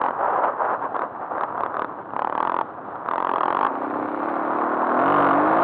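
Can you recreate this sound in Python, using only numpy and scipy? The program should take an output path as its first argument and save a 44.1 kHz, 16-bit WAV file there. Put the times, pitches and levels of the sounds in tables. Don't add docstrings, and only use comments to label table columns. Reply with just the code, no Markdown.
import sys
import numpy as np
from scipy import signal
from scipy.fft import rfft, irfft
from scipy.io import wavfile
from scipy.ndimage import uniform_filter1d

SR = 44100
rng = np.random.default_rng(int(sys.argv[2]) if len(sys.argv) > 2 else 0)


def materialize(psi):
    bounded = np.clip(np.atleast_2d(psi).T, -1, 1)
    quanta = np.round(bounded * 32767).astype(np.int16)
    wavfile.write(sys.argv[1], SR, quanta)


N = 248283
TIME = np.arange(N) / SR
FIRING_PHASE = .94


def undb(db):
    return 10 ** (np.asarray(db) / 20)


def unit(x):
    return x / np.sqrt(np.mean(x ** 2))


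def curves(table):
    time_s, *columns = np.transpose(table)
    return [np.interp(TIME, time_s, column) for column in columns]


def wander(rate_hz):
    hold = int(SR / rate_hz)
    steps = np.repeat(rng.standard_normal(N // hold + 1), hold)[:N]
    return unit(uniform_filter1d(steps, hold))


def colour(x, points, size=4096):
    hz, db = np.transpose(points)
    grid_hz = np.maximum(np.fft.rfftfreq(size, 1 / SR), 1)
    gain = undb(np.interp(np.log(grid_hz), np.log(hz), db))
    cepstrum = irfft(np.log(gain))
    cepstrum[1:size // 2] *= 2
    cepstrum[size // 2 + 1:] = 0
    impulse = irfft(np.exp(rfft(cepstrum)))
    return signal.fftconvolve(x, impulse)[:N]


def resonate(x, modes):
    return sum(undb(db) * signal.lfilter(*signal.iirpeak(hz, hz / width_hz, fs=SR), x)
               for hz, width_hz, db in modes)


def highpass(x, hz):
    return signal.sosfilt(signal.butter(2, hz, "high", fs=SR, output="sos"), x)


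# freq_hz, gain_db
RUMBLE_SPECTRUM = [(25, -36), (50, -23.5), (100, -2), (200, -4), (310, 3.5), (450, -6), (1000, -11),
                   (2000, -25.5), (4000, -23.5), (9000, -49.5)]

def tyres(level_db=-41, bumps_db=2.0):
    level = undb(level_db + bumps_db * wander(13))
    return level * unit(colour(rng.standard_normal(N), RUMBLE_SPECTRUM))


# time_s, level_db
SPRAY_LEVEL = [(0, -89), (3.3, -78.5), (3.75, -42), (4.1, -40), (4.6, -40), (4.9, -49), (5.2, -66.5),
               (5.63, -76)]

def spray(patter_db=3):
    level_db, = curves(SPRAY_LEVEL)
    drops = rng.standard_normal(N) * undb(patter_db * wander(300))
    mudguard = [(2190, 470, 1.5), (3950, 1700, -9.5), (9800, 900, -16.5)]
    return undb(level_db) * unit(resonate(drops, mudguard))


# start_s, length_s, peak_db
WIND_GUSTS = [(0, 0.081, -25.5), (0.179, 0.22, -21), (0.415, 0.071, -20.5), (.59, 0.15, -20.5),
              (0.803, 0.054, -23), (.935, .025, -24.5), (1.003, 0.034, -24.5), (1.192, 0.047, -31.5),
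              (1.298, 0.14, -27.5), (1.571, 0.063, -30), (1.948, 0.058, -33), (2.868, .1, -35)]

def gusts(attack_s=0.012, release_s=0.019, build_db=3):
    power = np.zeros(N)
    for start_s, length_s, peak_db in WIND_GUSTS:
        age_s = TIME - start_s
        attack = np.clip(age_s / attack_s, 0, 1)
        build = undb(peak_db - build_db * np.clip(1 - age_s / length_s, 0, 1))
        release = np.exp(-np.maximum(age_s - length_s, 0) / release_s)
        power += (attack * build * release) ** 2
    return power


# time_s, level_db
RUSH_LEVEL = [(0, -30.5), (.55, -29.5), (1.13, -35), (1.5, -31), (1.78, -32), (2.08, -40.5), (2.3, -33),
              (2.6, -35), (2.72, -37.5), (3.05, -33.5), (3.66, -28.5), (4.08, -31), (4.55, -25),
              (5.63, -21)]
# freq_hz, gain_db
WIND_SPECTRUM = [(30, -40), (100, -22), (200, -17), (330, -9), (480, -3), (720, .5), (1000, 0), (1300, -5),
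                 (1600, -11), (2000, -17.5), (3000, -29), (4200, -33), (9000, -48), (14000, -56)]

def wind(flutter_db=1.1, slap_db=2.0):
    rush_db, = curves(RUSH_LEVEL)
    level = np.sqrt(undb(rush_db) ** 2 + gusts())
    eddies = rng.standard_normal(N) * undb(flutter_db * wander(110))
    slaps = undb(slap_db * wander(500))
    return level * unit(colour(eddies * slaps, WIND_SPECTRUM))


# first_s, last_s, count, quickening, first_db, middle_db, last_db, pitch_hz
KNOCK_RUNS = [(.0153, .1074, 5, 0.018, 3, 1.5, -6.5, 955), (0.9644, 1.019, 3, .05, -4, -3, -5, 1030),
              (1.381, 1.4348, 3, 0.12, -10, -0.5, 1, 1090),
              (1.578, 1.6615, 4, 0.054, -10.5, -1, -2.5, 1036),
              (1.7425, 1.8453, 5, -0.0054, -8, 2, 0, 1056), (2.0756, 2.2976, 9, 0.1, -26, 0.5, -5, 860),
              (2.325, 2.4505, 6, 0.084, -5.5, 4.5, 1, 974), (2.4728, 2.6112, 7, 0.00056, 3.5, 2, 4.5, 1030),
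              (3.0868, 3.1577, 4, 0.086, 0, 1, 0, 1070), (3.18, 3.359, 9, -0.00087, 3, 3, 5, 994),
              (3.3821, 3.6663, 14, 0.18, 6, 6.5, 8.5, 966)]
# start_s, strength_db, pitch_hz
SINGLE_KNOCKS = [(.4451, -2.5, 910), (.9454, -9, 1040), (2.956, -13, 1040), (3.0602, -13, 1100)]

def coasting_knocks(scatter_db=1.2, detune=0.039):
    knocks = list(SINGLE_KNOCKS)
    for first_s, last_s, count, quickening, first_db, middle_db, last_db, pitch_hz in KNOCK_RUNS:
        along = np.linspace(0, 1, round(count))
        starts_s = first_s + (last_s - first_s) * (along + quickening * along * (1 - along))
        parabola = np.polyfit([0, .5, 1], [first_db, middle_db, last_db], 2)
        harder, sharper = rng.standard_normal((len(along), 2)).T
        strengths_db = np.polyval(parabola, along) + scatter_db * harder
        knocks += zip(starts_s, strengths_db, pitch_hz * (1 + detune * sharper))
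    return knocks


def pull_knocks(from_s=5.05, to_s=5.345, strength_db=4.2, pitch_hz=1086):
    firings_s = TIME[crossings(crank(), FIRING_PHASE)]
    return [(start_s, strength_db, pitch_hz) for start_s in firings_s if from_s < start_s < to_s]


# pitch_ratio, rise_s, gain_db
CHASSIS_MODES = [(1, 0.000834, 1.5), (1.3, 0.00072, -10), (.66, 0.0011, -7), (.35, 0.0014, -12.5),
                 (2, 0.00066, -22), (3.2, 0.001194, -18), (.97, 0.003043, -21.5)]
# freq_hz, gain_db
CASE_RESPONSE = [(30, -37), (150, -19), (300, -7), (600, -1), (1000, 1.5), (1350, -3), (2000, -9.5),
                 (3200, -18.5), (5000, -12.5), (12000, -43)]

def chatter(knock_db=-8.0, rattle_db=-7, rattle_s=0.0038, stretch_per_db=0.0159):
    t = TIME[:SR // 25]
    rings, grit = np.zeros((2, N + len(t)))
    for start_s, strength_db, pitch_hz in coasting_knocks() + pull_knocks():
        span = slice(int(start_s * SR), int(start_s * SR) + len(t))
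        stretch = np.exp(stretch_per_db * max(strength_db, 0))
        for pitch_ratio, rise_s, gain_db in CHASSIS_MODES:
            peak_s = rise_s * stretch
            swell = (t / peak_s * np.exp(1 - t / peak_s)) ** 2
            swing = np.cos(2 * np.pi * pitch_hz * pitch_ratio * (t - peak_s))
            rings[span] += undb(strength_db + gain_db) * swell * swing
        grit[span] += undb(strength_db) * rng.standard_normal(len(t)) * np.exp(-t / rattle_s)
    return undb(knock_db) * rings[:N] + undb(rattle_db) * colour(grit[:N], CASE_RESPONSE)


# time_s, firing_hz
ENGINE_SPEED = [(0, 38), (3.3, 26), (3.7, 30.3), (3.83, 32.2), (3.98, 33.9), (4.07, 33.5), (4.32, 37.2),
                (4.43, 35.5), (4.52, 37.1), (4.9, 40.3), (5, 42.8), (5.08, 47.6), (5.14, 49.6), (5.3, 45.8),
                (5.45, 51.4), (5.63, 57)]

def crank(zero_s=4):
    firing_hz, = curves(ENGINE_SPEED)
    cycle = np.cumsum(firing_hz) / SR
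    return cycle - cycle[zero_s * SR]


def crossings(cycle, phase):
    return np.flatnonzero(np.diff(np.floor(cycle - phase)) > 0)


def strokes(cycle, phase, scatter_db, jitter_s):
    onsets = crossings(cycle, phase)
    later, harder = rng.standard_normal((len(onsets), 2)).T
    onsets += (jitter_s * SR * later).astype(int)
    pulses = np.zeros(N)
    pulses[np.clip(onsets, 0, N - 1)] = undb(scatter_db * harder)
    return pulses


# firing_multiple, gain_db
PIPE_HARMONICS = [(2, -21), (4, -10), (5, -5), (6, 0), (7, -7)]

def drone(cycle, waver_db=0.77):
    return unit(sum(undb(db + waver_db * wander(18)) * np.sin(2 * np.pi * (multiple * cycle + rng.random()))
                    for multiple, db in PIPE_HARMONICS))


# pitch_hz, width_hz, gain_db
AIRBOX_MODES = [(289, 110, -1), (530, 36, -7.5)]

def intake(cycle, shut_gain=0.66, low_cut_hz=182):
    opens = strokes(cycle, phase=.6, scatter_db=1, jitter_s=.00005)
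    shuts = strokes(cycle, phase=.94, scatter_db=1.2, jitter_s=.00005)
    airbox = resonate(opens + shut_gain * shuts, AIRBOX_MODES)
    gulps = resonate(airbox, [(304, 240, 0)])
    return unit(highpass(highpass(gulps, low_cut_hz), low_cut_hz))


# pitch_hz, width_hz, gain_db
METAL_MODES = [(520, 180, 1.5), (656.5, 120, 1.5), (867, 140, -3.5), (1185, 270, -2.5), (1330, 1600, -8.5),
               (3000, 1200, -10)]

def combustion(cycle, load, round_trip_s=0.002786, pipe_return=0.41, puff_s=0.017, hiss_db=-21.0):
    firing = strokes(cycle, FIRING_PHASE, scatter_db=1.5, jitter_s=.00003)
    exhaust = strokes(cycle, phase=.26, scatter_db=1.5, jitter_s=.00003)
    blows = firing + load * exhaust
    pipe_loop = np.r_[1, np.zeros(int(round_trip_s * SR) - 1), -pipe_return]
    echoes = signal.lfilter([1], pipe_loop, blows)
    puff_envelope = signal.lfilter([1], [1, -np.exp(-1 / (puff_s * SR))], blows)
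    puffs = puff_envelope * rng.standard_normal(N)
    metal = resonate(unit(echoes) + .36 * unit(puffs), METAL_MODES)
    hiss = resonate(puffs, [(3180, 2000, 0)])
    return unit(colour(metal, CASE_RESPONSE)) + undb(hiss_db) * unit(hiss)


# time_s, intake_db, combustion_db
ENGINE_EFFORT = [(0, -52.5, -50), (3.2, -49, -43), (3.55, -36.5, -40), (3.9, -27, -34), (4.2, -27.5, -31.5),
                 (4.87, -26, -27), (4.98, -22, -22), (5.1, -27, -20.5), (5.3, -24, -19.5),
                 (5.4, -21.5, -22.5), (5.63, -29, -19)]

def engine(full_drone_db=-26, drone_range_db=27):
    intake_db, combustion_db = curves(ENGINE_EFFORT)
    load = np.clip((combustion_db + 34.5) / 15, 0, 1)
    cycle = crank()
    hum = undb(full_drone_db - drone_range_db * (1 - load)) * drone(cycle)
    gulp = undb(intake_db) * intake(cycle)
    bark = undb(combustion_db) * combustion(cycle, load)
    return hum + gulp + bark


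def scene():
    return (engine() + chatter() + wind() + tyres() + spray())[None]


# freq_hz, gain_db
CAMERA_RESPONSE = [(20, -27), (80, -7), (1200, 2), (1600, -1), (2200, -11), (3100, -13.5), (4000, -22.5),
                   (4700, -32.5), (5200, -54.5), (6200, -39), (7000, -49.5), (8000, -29.5), (10000, -28),
                   (12500, -34.5)]

def record(dry, ceiling=0.23, hardness=14, top_hz=12800):
    clipped = dry[0] / (1 + np.abs(dry[0] / ceiling) ** hardness) ** (1 / hardness)
    muffled = highpass(colour(clipped, CAMERA_RESPONSE), hz=50)
    top_cut = signal.ellip(8, .2, 70, top_hz, fs=SR, output="sos")
    return signal.sosfilt(top_cut, muffled)[None]


dry = scene()
out = record(dry)
materialize(out)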